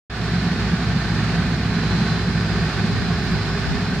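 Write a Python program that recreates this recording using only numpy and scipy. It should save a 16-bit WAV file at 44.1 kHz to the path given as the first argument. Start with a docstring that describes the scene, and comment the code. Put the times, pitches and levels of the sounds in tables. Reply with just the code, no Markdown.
"""A fire truck's diesel drones and throbs as it pumps a jet of water across an airport apron, some way off.
Puffs of exhaust ring the pipe and body over a low rumble, while engine tones fade and swell.
The spray rushes, churning water rattles the pump casing, and a fast shaft, probably a turbine, whines.
Gusts brush the microphone in the second half. The sound switches on and comes up over a moment."""
import sys
import numpy as np
from scipy import signal
from scipy.fft import rfft, irfft
from scipy.io import wavfile

SR = 44100
rng = np.random.default_rng(int(sys.argv[2]) if len(sys.argv) > 2 else 0)


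def log_audio(samples):
    """Write samples as a 16-bit WAV file to the path given in sys.argv[1]."""
    # one column per channel
    frames = np.atleast_2d(samples).T
    # limit to full scale, then quantise
    limited = np.clip(frames, -1, 1)
    pcm = np.round(limited * 32767).astype(np.int16)
    wavfile.write(sys.argv[1], SR, pcm)


N = 176400
T = np.arange(N) / SR
FREQS = np.maximum(np.fft.rfftfreq(N, 1 / SR), 1)


# firing rate, sagging under load (time [s], pitch [Hz])
FIRING_PITCH = [(0, 111.3), (1.0, 109.2), (1.5, 107.5), (2.2, 107.5), (3.0, 105.2), (4, 105.2)]

def diesel():
    """Each firing lets out a puff of gas: the puffs make a note and pulse the boom and rumble."""
    firing = angle(curve(FIRING_PITCH) * (1 + 0.0046 * walk(3)))
    puffs = 1 + 0.47 * np.cos(firing)
    drone = (exhaust_note(firing) + hums()) * pan(db=-1)
    return drone + boom(puffs) + throbs() + rumble(puffs)


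# exhaust and body resonances (centre [Hz], width [Hz], level [dB])
BOOM_MODES = [(110.2, 25, -32), (139.7, 3.6, -35), (161, 14.5, -27.5), (179.7, 10.8, -29),
              (218, 13.5, -38.5), (240.4, 30, -33)]
# slow swell of the boom (time [s], gain [dB])
BOOM_SWELL = [(0.25, -5), (0.38, -1.5), (0.64, -3), (1.08, -0.5), (1.46, 1), (1.7, -1.5), (2.05, -1),
              (2.2, -4.5), (2.4, -1), (2.76, -2.5), (3.1, -1.5), (3.5, -3.5), (3.83, -2), (4, 0)]

def boom(puffs):
    """Puffs of gas ring the exhaust and body with a hollow boom."""
    ring = sum(undb(db) * air(resonance(hz, width), puffs) for hz, width, db in BOOM_MODES)
    return undb(curve(BOOM_SWELL)) * ring


# exhaust throbs (time [s], length [s], level [dB])
THROBS = [(0.35, 0.052, -20.5), (0.46, 0.052, -21), (0.521, 0.017, -19.5), (0.63, .03, -21),
          (0.742, 0.016, -15), (0.824, 0.038, -21), (0.967, 0.028, -19.5), (1.117, 0.019, -22),
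          (1.397, .03, -22.5), (1.86, .025, -18.5), (1.967, 0.021, -21), (2.02, 0.023, -18),
          (2.12, .016, -20.5), (2.286, 0.027, -19.5), (2.333, .022, -19), (2.638, 0.067, -20.5),
          (2.846, .02, -17), (2.9, .022, -20), (3.048, .05, -21.5), (3.1, .035, -23), (3.327, 0.03, -21.5),
          (3.756, .027, -19.5), (3.829, 0.028, -19.5)]

def throbs(centre_hz=171.7, spread=0.062):
    """The exhaust throbs in short, ragged swells, each at its own pitch near the main resonance."""
    out = 0
    wobble = 0.55 * walk(59)
    for at, length, db in THROBS:
        detune, start = rng.uniform(-1.07, 1, 2)
        hz = centre_hz * (1 + spread * detune)
        ring = np.sin(2 * np.pi * hz * (T - at) + np.pi * start + wobble)
        out = out + undb(db) * swell(at, length) * unit(ring)
    return out * pan(db=-1.2)


# envelope of the exhaust note (time [s], level [dB])
NOTE_LEVEL = [(0.2, -31.5), (0.8, -31), (1.3, -28.5), (1.65, -30.5), (2.1, -27), (2.5, -29), (3.0, -31.5),
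              (3.5, -31), (4, -33)]

def exhaust_note(firing):
    """A low tone at the firing rate, wavering in level."""
    level_db = curve(NOTE_LEVEL) + 2.5 * walk(6.7)
    return undb(level_db) * tone(firing, scatter=0.28, rate=14)


# engine hums (pitch [Hz], level [dB], waver [dB], peak time [s], length [s])
HUMS = [(61.04, -31.5, -1.5, 1.8, 20), (215.5, -35.5, 2, 1.7, 4.7), (322.8, -43.5, 2, 1.3, 1.9),
        (369, -43, 3, 2.56, 2.2), (419.3, -47, 2.5, 2.6, 10), (731, -51, 1.5, 1.4, 3.2)]

def hums():
    """Engine tones come and go, each drifting slightly in pitch."""
    out = 0
    for hz, db, waver_db, at, length in HUMS:
        envelope = swell(at, length) * undb(db + waver_db * walk(4.9))
        phase = angle(hz * (1 + 0.0039 * walk(2.45)))
        out = out + envelope * tone(phase, scatter=0.07, rate=4.8)
    return out


# tone colour of the rumble (frequency [Hz], relative level [dB])
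RUMBLE_EQ = [(20, -32), (35, -31), (50, -9), (75, 2), (125, -3.5), (165, 3), (200, -3), (260, -6.5),
             (305, -15.5), (420, -13.5), (560, -24.5), (1200, -51.5)]

def rumble(puffs, level_db=-30):
    """A broad bed of low noise pulses with the firing."""
    return undb(level_db) * air(undb(spectrum(RUMBLE_EQ)), puffs)


# tone colour of the water jet (frequency [Hz], relative level [dB])
SPRAY_EQ = [(250, -4.5), (450, -2), (570, -7.5), (800, 0), (980, -2.5), (1400, 0), (2100, -3), (3000, -7),
            (3900, -6.5), (4400, -3), (5100, -9.5), (5600, -14), (6500, -16.5), (8000, -24), (10000, -32.5),
            (12500, -41), (15500, -73)]
# slow drift of the rush (time [s], gain [dB])
SPRAY_DRIFT = [(0.2, -1), (0.7, 0), (1.4, 0), (2.1, 0.15), (3.3, 0.04), (4, -0.8)]

def spray(level_db=-30, surge_db=0.53, flutter_db=0.5):
    """The jet breaks into drops: a dense rush that surges and flutters a little."""
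    flow_db = curve(SPRAY_DRIFT) + surge_db * walk(1.1) + flutter_db * walk(37)
    return undb(level_db) * air(undb(spectrum(SPRAY_EQ)), undb(flow_db))


# pump and casing resonances (centre [Hz], width [Hz], level [dB])
CASING_MODES = [(388, 70, -38.5), (697, 95, -41.5), (1114, 84, -45), (1225, 43, -49), (1469, 21, -47.5),
                (1529, 58, -40), (1665, 94, -44.5), (1790, 106, -40.5), (2182, 59, -51.5), (2486, 110, -47),
                (3614, 150, -50)]

def pump():
    """Churning water rattles the casing, each resonance flickering by itself."""
    churn = undb(1.94 * walk(95))
    return sum(undb(db + 0.63 * walk(22)) * air(resonance(hz, width), churn)
               for hz, width, db in CASING_MODES)


# shaft speed (time [s], speed [turns/s])
SHAFT_SPEED = [(0, 407.5), (1.0, 407.7), (2.0, 407.6), (3.0, 407.3), (4, 407.1)]
# envelopes of the shaft's fundamental and three strong harmonics (time [s], level [dB])
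FUNDAMENTAL = [(0.2, -57), (2.0, -51), (2.7, -42.5), (3.25, -44), (3.53, -38.5), (4.0, -39.5)]
TENTH = [(0.28, -52), (0.37, -44), (0.76, -59), (0.98, -44.5), (1.3, -49.5), (1.62, -47), (1.79, -42.5),
         (2.0, -41.5), (2.17, -41), (2.4, -50), (2.8, -52), (3.09, -44), (3.18, -48.5), (3.38, -44),
         (3.73, -55), (3.9, -47), (4.0, -54)]
TWELFTH = [(0.2, -64), (1.0, -53), (1.7, -53.5), (2.5, -46), (3.0, -49), (3.5, -47.5), (4.0, -55)]
THIRTEENTH = [(0.2, -53), (0.65, -51), (1.1, -56), (2.2, -51.5), (2.8, -54), (3.45, -47), (4.0, -51.5)]
# faint harmonics (harmonic [number], level [dB], pan L-R [dB], scatter [ratio])
FAINT_HARMONICS = [(6, -54.5, -1, 0.49), (9, -56, 3, 0.74), (16, -73, 0, .8), (19, -71, 0, .8)]

def shaft_whine():
    """A fast shaft sings on harmonics of its speed, scattered on their way."""
    shaft = angle(curve(SHAFT_SPEED) * (1 + 0.00022 * walk(8)))
    out = undb(curve(TENTH)) * tone(10 * shaft, scatter=0.15, rate=16) * pan(db=-7.5)
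    out += undb(curve(FUNDAMENTAL)) * tone(shaft, scatter=0.31, rate=17) * pan(db=-1.5)
    out += undb(curve(TWELFTH)) * tone(12 * shaft, scatter=0.37, rate=14) * pan(db=-8)
    out += undb(curve(THIRTEENTH)) * tone(13 * shaft, scatter=0.42, rate=32) * pan(db=5)
    for harmonic, db, pan_db, scatter in FAINT_HARMONICS:
        out += undb(db) * tone(harmonic * shaft, scatter, rate=14) * pan(pan_db)
    return out


# gusts on the microphone (time [s], length [s], level [dB])
GUSTS = [(2.13, 0.066, -32), (2.773, .08, -40), (2.983, 0.23, -27), (3.33, .14, -32), (3.71, 0.1, -24.5),
         (3.95, .1, -35)]
# tone colour of the buffeting (frequency [Hz], relative level [dB])
BUFFET_EQ = [(15, -18), (35, -13), (65, 2), (130, -2), (200, -12), (300, -14), (600, -50), (2000, -70)]

def wind():
    """Light gusts buffet each microphone port separately."""
    envelope = sum(undb(db) * swell(at, length) for at, length, db in GUSTS)
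    buffet = rfft(rng.standard_normal((2, N))) * undb(spectrum(BUFFET_EQ))
    return envelope * unit(irfft(buffet, N))


# faint ticks close to the microphone (time [s], level [dB])
TICKS = [(3.247, -55), (3.311, -54)]

def ticks(decay_s=0.018):
    """Tiny bright ticks that die at once."""
    envelope = sum(undb(db) * (T >= at) * np.exp(-np.abs(T - at) / decay_s) for at, db in TICKS)
    return envelope * air(resonance(hz=11500, width=6000))


def blade_whistle(hz=10320, level_db=-72):
    """Spinning blades add a thin, shimmering whistle."""
    phase = angle(hz * (1 + 0.00045 * walk(3)))
    return undb(level_db) * tone(phase, scatter=0.7, rate=32)


# stereo likeness, capped at 1 = mono when played (frequency [Hz], likeness [ratio])
LIKENESS = [(40, 1), (100, 1), (170, 1.2), (300, 1.1), (500, 0.97), (1200, 0.83), (2000, 0.75),
            (3000, 0.33), (4500, -0.26), (9000, 0.12)]
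# stereo balance (frequency [Hz], pan L-R [dB])
BALANCE = [(60, 0), (250, -2), (550, -2), (1200, -2.5), (2500, -3.5), (4300, -3.5), (5600, -1.2),
           (10000, -0.5)]

def air(gain, drive=1):
    """Filtered turbulence at two microphones, rms 1: alike in the bass, diffuse in the treble."""
    mid, side = rfft(rng.standard_normal((2, N)) * drive)
    like = np.clip(spectrum(LIKENESS), -1, 1)
    mid, side = mid * np.sqrt(1 + like), side * np.sqrt(1 - like)
    stereo = np.array([mid + side, mid - side]) * pan(spectrum(BALANCE))
    return unit(irfft(stereo * gain, N))


def tone(phase, scatter, rate):
    """A direct tone plus reflections that wander separately at each microphone."""
    paths = np.array([walk(rate) * np.cos(phase) + walk(rate) * np.sin(phase) for _ in range(2)])
    return unit(np.sin(phase) + scatter * paths)


def resonance(hz, width):
    """A steep resonance: two band-passes in a row."""
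    return 1 / (1 + 1j * (FREQS / hz - hz / FREQS) * hz / (width * np.pi / 2)) ** 2


def angle(hz):
    """Phase of a gliding pitch, from a random start."""
    return 2 * np.pi * (np.cumsum(hz) / SR + rng.random())


def walk(rate):
    """Smooth random modulation of rms 1, rolling off above rate [Hz]."""
    noise = rfft(rng.standard_normal(N)) * (FREQS > 1)
    return unit(irfft(noise / (1 + (FREQS / rate) ** 4), N))


def swell(at, length):
    """A smooth rise and fall around a moment."""
    return np.exp(-2 * ((T - at) / length) ** 2)


def curve(rows):
    """Join (time [s], value) rows by straight lines."""
    return np.interp(T, *np.array(rows).T)


def spectrum(rows):
    """Join (frequency [Hz], value) rows on a log-frequency axis."""
    hz, values = np.array(rows).T
    return np.interp(np.log(FREQS), np.log(hz), values)


def pan(db):
    """Left and right gains for a level difference."""
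    return undb(np.array([[1], [-1]]) * db / 2)


def undb(db):
    """Decibels to gain."""
    return 10 ** (np.asarray(db) / 20)


def unit(x):
    """Scale to rms 1."""
    return x / np.sqrt(np.mean(x ** 2))


def scene():
    """The truck runs throughout; a breeze picks up in the second half."""
    return diesel() + pump() + spray() + shaft_whine() + blade_whistle() + wind() + ticks()


def record(dry):
    """The sound switches on, rises to full level, and loses its very top."""
    start_s, start_db, rise_s, top_hz = 0.0974, -6.5, 0.059, 15200
    since = np.maximum(T - start_s, 0)
    gate = np.clip(since / 0.0034, 0, 1)
    rise = undb(start_db * np.exp(-since / rise_s))
    high_cut = signal.ellip(10, 0.2, 80, top_hz, fs=SR, output="sos")
    return signal.sosfilt(high_cut, dry * gate * rise)


dry = scene()
out = record(dry)
log_audio(out)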